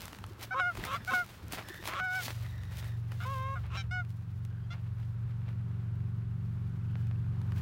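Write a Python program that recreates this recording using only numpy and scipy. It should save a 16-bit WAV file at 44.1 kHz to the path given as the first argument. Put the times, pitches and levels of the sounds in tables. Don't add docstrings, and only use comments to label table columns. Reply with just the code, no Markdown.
import sys
import numpy as np
from scipy import signal
from scipy.fft import rfft, irfft, next_fast_len
from scipy.io import wavfile
from scipy.ndimage import uniform_filter1d

SR = 44100
rng = np.random.default_rng(int(sys.argv[2]) if len(sys.argv) > 2 else 0)


def master(y):
    cut = np.clip(np.atleast_2d(y).T, -1, 1)
    pcm = np.round(cut * 32767)
    wavfile.write(sys.argv[1], SR, pcm.astype(np.int16))


N = 335601
ENGINE_HZ = 23.08


def undb(db):
    return 10 ** (np.asarray(db) / 20)


def shape(points, hz):
    f, db = np.transpose(points)
    return np.interp(np.log(np.maximum(hz, 1)), np.log(f), db)


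def colour(x, points):
    n = next_fast_len(len(x), True)
    bins_hz = np.arange(n // 2 + 1) * SR / n
    y = irfft(rfft(x, n) * undb(shape(points, bins_hz)), n)[:len(x)]
    return y / np.sqrt(np.mean(y ** 2))


def band(x, lo_hz, hi_hz):
    return signal.sosfilt(signal.butter(2, [lo_hz, min(hi_hz, 20000)], "band", fs=SR, output="sos"), x)


def walk(rate, size=N):
    k = max(int(SR / rate), 1)
    held = np.repeat(rng.standard_normal(size // k + 1), k)
    return 1.3 * uniform_filter1d(uniform_filter1d(held, k), k)[:size]


def span(table, fade_s):
    s, *columns = np.transpose(table)
    at = np.arange(int(s[0] * SR), min(int(s[-1] * SR), N))
    t = at / SR
    gate = np.clip(np.minimum(t - s[0], s[-1] - t) / fade_s, 0, 1)
    return at, [np.interp(t, s, c) for c in columns], gate


def follow(points):
    return undb(np.interp(np.arange(N) / SR, *np.transpose(points)))


def blips(table, cycles):
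    out = np.zeros(N)
    for s, db, hz in table:
        t = np.arange(int(cycles * SR / hz))
        i = int(s * SR)
        out[i:i + len(t)] += undb(db) * np.hanning(len(t)) * np.sin(2 * np.pi * hz * t / SR)
    return out


def geese():
    # start, length and release in seconds, level in dB at start and at end,
    # lift of the upper partials by the open bill in dB per octave at start and at end,
    # bend of that change (under 1 early, over 1 late), voice, pitches in Hz at even steps along the note.
    honks = [ (0.507, 0.037, 0.012, -35, -38, -10, -5, 1.01, "breaking", [735, 750, 777, 750]),
             (0.541, 0.061, 0.012, -35, -33, -11, 2.5, 1.2, "croaking", [500, 516, 536, 548, 545]),
             (0.594, 0.106, 0.027, -28.5, -31.5, -1.5, -10, 0.9, "clear", [745, 735, 703, 715, 722, 699]),
             (0.86, 0.09, 0.012, -56, -32.5, 3, 1.5, 0.6, "hoarse", [507, 520, 532, 545, 582]),
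             (0.95, 0.015, 0.02, -40, -37.5, 2, 6, 1.01, "hoarse", [745, 690]),
             (1.074, 0.035, 0.012, -35, -35, -1, -2, 1.01, "breaking", [724, 735, 765, 730]),
             (1.104, 0.032, 0.012, -46, -33, 5, -3, 0.4, "croaking", [512, 538, 533]),
             (1.133, 0.082, 0.03, -26.5, -31.5, -3, -7, 1.01, "clear", [743, 722, 714]),
             (1.89, 0.112, 0.012, -49, -37.5, 1.5, 4.5, 0.7, "rasping", [519, 506, 520, 585, 566, 592]),
             (1.994, 0.206, 0.03, -34.5, -36, -7, 2.5, 4, "clear", [736, 740, 750, 731, 735, 742, 758, 730]),
             (3.2, 0.048, 0.012, -44, -47, 3, 5, 1.01, "hoarse", [675, 700, 755]),
             (3.25, 0.295, 0.022, -41.5, -39, -4, -4.5, 1.01, "clear", [500, 535, 552, 524, 522, 527, 536, 542, 545]),
             (3.553, 0.02, 0.027, -48, -41.5, -3, -6, 1.01, "buzzing", [752, 714]),
             (3.7, 0.065, 0.012, -58, -46.5, 4, 10, 1.01, "rasping", [525, 553, 559]),
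             (3.768, 0.045, 0.018, -41, -52, 8, 20.5, 0.4, "buzzing", [796, 779]),
             (3.908, 0.097, 0.027, -48, -36, 21, -5.5, 0.25, "clear", [708, 734, 734, 728, 720]),
             (4.702, 0.03, 0.02, -48.5, -51, 8, 16, 0.4, "croaking", [675, 709]), ]
    voices = {"clear": (.08, 0, .008), "breaking": (0, .55, .03), "croaking": (.25, 1, .07),
              "buzzing": (.75, .55, .035), "hoarse": (1, .45, .22), "rasping": (.9, 1, .36)}
    partials_db = [0, -0.5, -8.5, -14, -12, -11, -9.5, -17.5]
    # frequency in Hz, gain in dB.
    throat = [(300, -12.5), (750, -8.5), (1100, 3), (1350, 5.5), (1700, -4), (2200, 1), (2900, -3.5),
              (3700, -10), (4500, -19), (5500, -13.5), (7000, -19.5), (9500, -25), (13000, -37)]
    # frequency in Hz, gain in dB.
    side_lines = [(500, -10), (950, -18.5), (1300, -2.5), (1700, -6), (2500, -6.5), (5000, -8.5)]
    flutter_hz = 212.6
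    out = np.zeros(N)
    for *note, kind, pitches_hz in honks:
        start_flutter, end_flutter, rough = voices[kind]
        at, hz, db, bright_db, gate = sing(*note, pitches_hz)
        size = len(at)
        phase = 2 * np.pi * np.cumsum(hz * (1 + 0.14 * rough * walk(400, size))) / SR
        slow = 2 * np.pi * np.cumsum(flutter_hz * (1 + 0.18 * rough * walk(135, size))) / SR
        flutter = np.linspace(start_flutter, end_flutter, size)
        voice = 0
        for k in range(1, 17):
            octaves_up = np.log2(np.clip(k * hz, 2 * hz, 3300) / (2 * hz))
            k_db = partials_db[min(k, len(partials_db)) - 1] + bright_db * octaves_up
            k_db = k_db - 0.41 * np.maximum(bright_db, 0) * np.log2(np.maximum(k * hz / 4500, 1))
            k_db = k_db + (k > 3) * 3.2 * walk(30, size)
            start = 2 * np.pi * rng.random()
            for side in (0, -1, 1):
                line_hz = k * hz + side * flutter_hz
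                line_db = k_db + shape(throat, line_hz) - shape(throat, 2 * hz)
                line_db = line_db + abs(side) * shape(side_lines, line_hz)
                line = np.cos(k * phase + side * slow + start)
                voice = voice + flutter ** abs(side) * undb(line_db) * line
        breath = rough * colour(rng.standard_normal(size), throat) * (1 + np.cos(slow))
        out[at] += gate * undb(db) * (np.sqrt(2) * voice + 0.74 * breath)
    return out


def sing(start_s, length_s, release_s, db0, db1, bright0_db, bright1_db, bend, pitches_hz):
    attack_s, release_db, sag_hz_per_s = .005, 20, 1900
    effort_db_per_hz = 0.06
    at = np.arange(int(start_s * SR), int((start_s + length_s + release_s) * SR))
    t = at / SR - start_s
    u = np.clip(t / length_s, 0, 1)
    late = np.maximum(t - length_s, 0)
    hz = np.interp(u, np.linspace(0, 1, len(pitches_hz)), pitches_hz)
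    push_db = effort_db_per_hz * (hz - hz[0] - (hz[-1] - hz[0]) * u)
    db = db0 + (db1 - db0) * u ** bend + push_db - release_db * late / release_s
    bright_db = bright0_db + (bright1_db - bright0_db) * u ** bend
    gate = np.clip(np.minimum(t, length_s + release_s - t) / attack_s, 0, 1)
    return at, hz - sag_hz_per_s * late, db, bright_db, gate


def rustle():
    # time in seconds, level of the top in dB, body over top in dB.
    faint = [(0, -69, -8), (0.55, -74, -5), (1.35, -69, 2), (2.6, -72, 0.5), (3.05, -82, 0.5),
             (4.3, -83, 4), (5.5, -88, 12), (6.8, -84, 9), (7.3, -88, 10), (7.55, -79, 8)]
    # strongest moment in seconds, seconds to rise 10 dB,
    # seconds to fall 10 dB, peak level of the top in dB, body over top in dB.
    rubs = [(0.03, .1, .08, -58.5, 0.5), (0.434, .02, .017, -50, 3), (0.78, .04, .08, -57, 1),
            (0.857, .05, .03, -53, 6), (0.943, .06, .04, -58, 5), (1.147, .06, .055, -50, -5),
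            (1.3, .03, .05, -66, 8), (1.537, .018, .055, -52, 5), (1.686, .015, .06, -60, 0.5),
            (1.756, .05, .05, -60, -10), (1.851, .01, .02, -55, -10), (1.886, .03, .025, -51, 5),
            (1.94, .05, .06, -64, 6), (2.135, .03, .02, -60, -10), (2.175, .03, .08, -57, -5),
            (2.235, .07, .08, -49, -5), (2.29, .04, .025, -58, 5), (2.434, .15, .05, -64, 3),
            (2.72, .015, .15, -60.5, 0.5), (2.794, .08, .02, -64, 0.5), (2.878, .1, .035, -66, 3),
            (3.118, .012, .06, -67, 10), (3.268, .09, .2, -62, 1.5), (3.64, .1, .1, -80, 19),
            (3.756, .03, .07, -69.5, 11), (4.116, .05, .06, -75, -3), (4.745, .02, .04, -77, 19),
            (4.88, .08, .08, -80, 8), (5.0, .06, .1, -80, 8), (5.3, .1, .1, -82, 8),
            (5.49, .04, .04, -81, 20), (7.05, .3, .15, -82, 8), (7.565, .015, .4, -67, 5)]
    # frequency in Hz, density in dB per Hz.
    outline = [(150, -21.5), (300, -10), (600, -8), (1400, -9.5), (2500, -10), (4400, -13), (8500, -21),
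               (12600, -20.5), (15000, -19), (16000, -19)]
    parts = []
    for lo_hz, hi_hz, share, patchy_db in ((2390, 20000, .4, 2.15), (180, 2570, .02, 2.4)):
        grains = rng.standard_normal(N) * undb(3.13 * rng.exponential(size=N)) * (rng.random(N) < share)
        rub = colour(grains / grains.std() + rng.standard_normal(N), outline)
        rub = rub * undb(patchy_db * (walk(50) + 0.76 * walk(300)))
        parts.append(band(rub, lo_hz, hi_hz))
    top, body = np.array(parts) / band(parts[0], 9570, 16050).std()
    s, db, body_db = np.transpose(faint)
    t = np.arange(0, N + 32, 32) / SR
    top_power = undb(2 * np.interp(t, s, db))
    body_power = top_power * undb(2 * np.interp(t, s, body_db))
    for s, rise_s, fall_s, db, body_db in rubs:
        power = undb(2 * db - 20 * np.maximum((s - t) / rise_s, (t - s) / fall_s))
        top_power = top_power + power
        body_power = body_power + power * undb(2 * body_db)
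    fine_t = np.arange(N) / SR
    top_level = np.interp(fine_t, t, np.sqrt(top_power))
    body_level = np.interp(fine_t, t, np.sqrt(body_power))
    return top_level * top + body_level * body


def ticks():
    # start in seconds, peak of the crack in dB, knock over crack in dB.
    snaps = [(0.0184, -32.5, -7), (0.0548, -32, -7), (0.0807, -37, 2), (0.1306, -43.5, 9),
             (0.1481, -46.5, 9), (0.187, -43, 5), (0.2404, -47.5, 17), (0.2648, -44, -9.5),
             (0.7532, -43.5, 9.5), (0.7726, -41.5, 13), (0.8387, -34.5, 9), (0.8515, -27.5, -6),
             (1.2635, -44, 0), (1.4825, -41, -15), (1.5229, -27.5, -7), (1.5404, -35, -6),
             (1.6866, -36.5, 3.5), (1.7434, -45, 11.5), (1.8552, -38, 9), (1.8751, -27.5, 1.5),
             (1.935, -46, 12), (2.2814, -39.5, 11.5), (2.4644, -54, 12), (2.6344, -46, -1),
             (2.7831, -40, -3), (2.8444, -45, -8), (3.1192, -44, 8), (4.0497, -58, 11), (4.4508, -42, -4.5),
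             (5.4884, -63, 15), (7.07, -53, -3), (7.416, -51, 9), (7.5208, -55.5, 18)]
    out, t = np.zeros(N), np.arange(600) / SR
    for s, db, low_db in snaps:
        crack = band(rng.standard_normal(600) * np.exp(-t / .0011), 2500, 15000)
        knock = band(rng.standard_normal(600) * np.exp(-t / 0.0014), 630, 2550)
        i = int(s * SR)
        out[i:i + 600] += undb(db) * (crack / abs(crack).max() + undb(low_db) * knock / abs(knock).max())
    return out


def swish():
    # time in seconds, thread rate in Hz, level in dB before the gain of each band.
    slides = [
        [(0.98, 1770, -51), (1.06, 1740, -65)],
        [(1.63, 1763, -57), (1.7, 1778, -53), (1.85, 1835, -57)],
        [(2.44, 1900, -60), (2.892, 1864, -60), (2.98, 1790, -68)],
        [(4.46, 1575, -74), (4.656, 1590, -67), (4.68, 1590, -78)],
        [(6.82, 1480, -70), (7.0, 1500, -64), (7.08, 1480, -72)],
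    ]
    out = np.zeros(N)
    for table in slides:
        at, (hz, db), gate = span(table, 0.013)
        phase = 2 * np.pi * np.cumsum(hz) / SR
        for k, k_db in ((1, 3), (2, -7), (3, -16)):
            level = gate * undb(db + k_db + 2.2 * walk(36.7, len(at)))
            out[at] += level * walk(450, len(at)) * np.cos(k * phase)
    return out


def bumps():
    # start in seconds, peak level in dB, pitch in Hz.
    knocks = [(0.118, -47, 287), (0.301, -45.5, 355), (0.383, -50, 332), (0.78, -39.5, 366),
              (1.119, -39, 242), (1.429, -48.5, 318), (1.52, -41.5, 283), (1.697, -41.5, 353),
              (1.791, -45, 342), (2.256, -44, 255), (6.489, -46, 205)]
    return blips(knocks, 7.9)


def engine():
    # multiple of the cycle rate, level in dB.
    orders = [(2, -20.5), (3, -19), (4, -6.5), (5, -1), (6, -16.5), (7, -13.5), (8, -18), (9, -27),
              (10, -28.5), (12, -40), (13, -37), (14, -38), (15, -50), (16, -37), (17, -35.5)]
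    # time in seconds, level in dB, lift of the orders over the fifth in dB.
    swell = [(0.1, -66, -14), (0.35, -57, -12), (0.5, -51, -4), (1.08, -51, -1), (1.35, -59, 5),
             (2.12, -52, 3.5), (2.41, -37, -6), (2.9, -38, -3), (4.5, -37.5, -2.5), (5.03, -35.5, -6),
             (5.55, -37, 2), (7.5, -32.5, 1.5)]
    # middle in seconds, half width in seconds, depth in dB.
    fades = [(2.65, .15, -9), (4.72, .14, -6)]
    step = 8
    t = np.arange(0, N, step) / SR
    s, db, high_db = np.transpose(swell)
    db, high_db = np.interp(t, s, db), np.interp(t, s, high_db)
    fade_db = sum(depth_db * np.exp(-((t - mid_s) / half_s) ** 2) for mid_s, half_s, depth_db in fades)
    phase = 2 * np.pi * (ENGINE_HZ * t + .36)
    throb = 0
    for k, k_db in orders:
        side_db = high_db if k > 5 else fade_db if k == 5 else 0
        sweep = 1.1 * (k - 5) ** 2 + .06 * (k - 5) ** 3
        drift = sweep + .22 * walk(7 * step, len(t))
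        waver_db = 1.2 * walk(6 * step, len(t))
        throb = throb + undb(k_db + side_db + waver_db) * np.cos(k * phase + drift)
    throb = signal.resample_poly(np.sqrt(2) * throb * undb(db), step, 1)[:N]
    outline = [(25, -31), (45, -8.5), (90, 4), (130, 2.5), (190, -12), (270, -40.5), (500, -68)]
    uneven = colour(rng.standard_normal(N), outline)
    return throb + uneven * np.interp(np.arange(N) / SR, t, undb(db - 11))


def moans():
    # time in seconds, pitch in Hz, level in dB.
    glides = [
        [(2.25, 62, -46), (2.508, 68.9, -47), (3.0, 68.7, -47), (3.05, 67.5, -66)],
        [(3.5, 61, -38), (3.758, 74.2, -43), (4.1, 72, -53)],
    ]
    out = np.zeros(N)
    for table in glides:
        at, (hz, db), gate = span(table, 0.24)
        out[at] += np.sqrt(2) * gate * undb(db) * np.sin(2 * np.pi * np.cumsum(hz) / SR)
    return out


def pips():
    from_s, to_s, mean_db, mean_hz = 6.8104, 7.27, -65, 2630
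    times = np.arange(from_s, to_s, 1 / ENGINE_HZ)
    chance = rng.standard_normal((len(times), 2))
    return blips(zip(times, mean_db + 4.5 * chance[:, 0], mean_hz + 70 * chance[:, 1]), 22.)


def wind():
    # time in seconds, level in dB.
    gusts = [(0.0, -49.5), (0.72, -55.5), (0.78, -44.5), (1.06, -49.5), (1.12, -46), (1.25, -52),
             (1.57, -49.5), (2.03, -51), (2.12, -85), (2.25, -57), (2.46, -70), (4.26, -79), (7.61, -92)]
    # frequency in Hz, density in dB per Hz.
    outline = [(15, -49), (25, 1.5), (102, 15), (134, 3.5), (153, 5.5), (204, 6), (281, -6.5), (600, -20.5),
               (780, -38), (1320, -120)]
    murmur = colour(rng.standard_normal(N), outline + [(1200, -73)])
    return murmur * undb(3.2 * walk(13)) * follow(gusts)


def field_hiss():
    # time in seconds, level in dB.
    swell = [(0, -57), (2, -60), (4, -65.5), (5.5, -62), (6.5, -64), (7, -62), (7.6, -59)]
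    # frequency in Hz, density in dB per Hz.
    outline = [(250, -2), (420, -2.5), (630, -7.5), (1000, -4.5), (1500, -4.5), (1800, -11.5),
               (3500, -19.5), (6200, -29), (14800, -34.5), (16000, -36)]
    hiss = colour(rng.standard_normal(N), [(120, -29.5)] + outline)
    return hiss * undb(0.67 * walk(5)) * follow(swell)


def scene():
    close = geese() + rustle() + ticks() + swish() + bumps()
    far = engine() + moans() + pips()
    return (close + far + wind() + field_hiss())[None]


def record(dry):
    bass_hz, top_hz = 38, 15900
    dry = signal.sosfilt(signal.butter(2, bass_hz, "high", fs=SR, output="sos"), dry)
    return signal.sosfilt(signal.ellip(10, .2, 70, top_hz, fs=SR, output="sos"), dry)


dry = scene()
out = record(dry)
master(out)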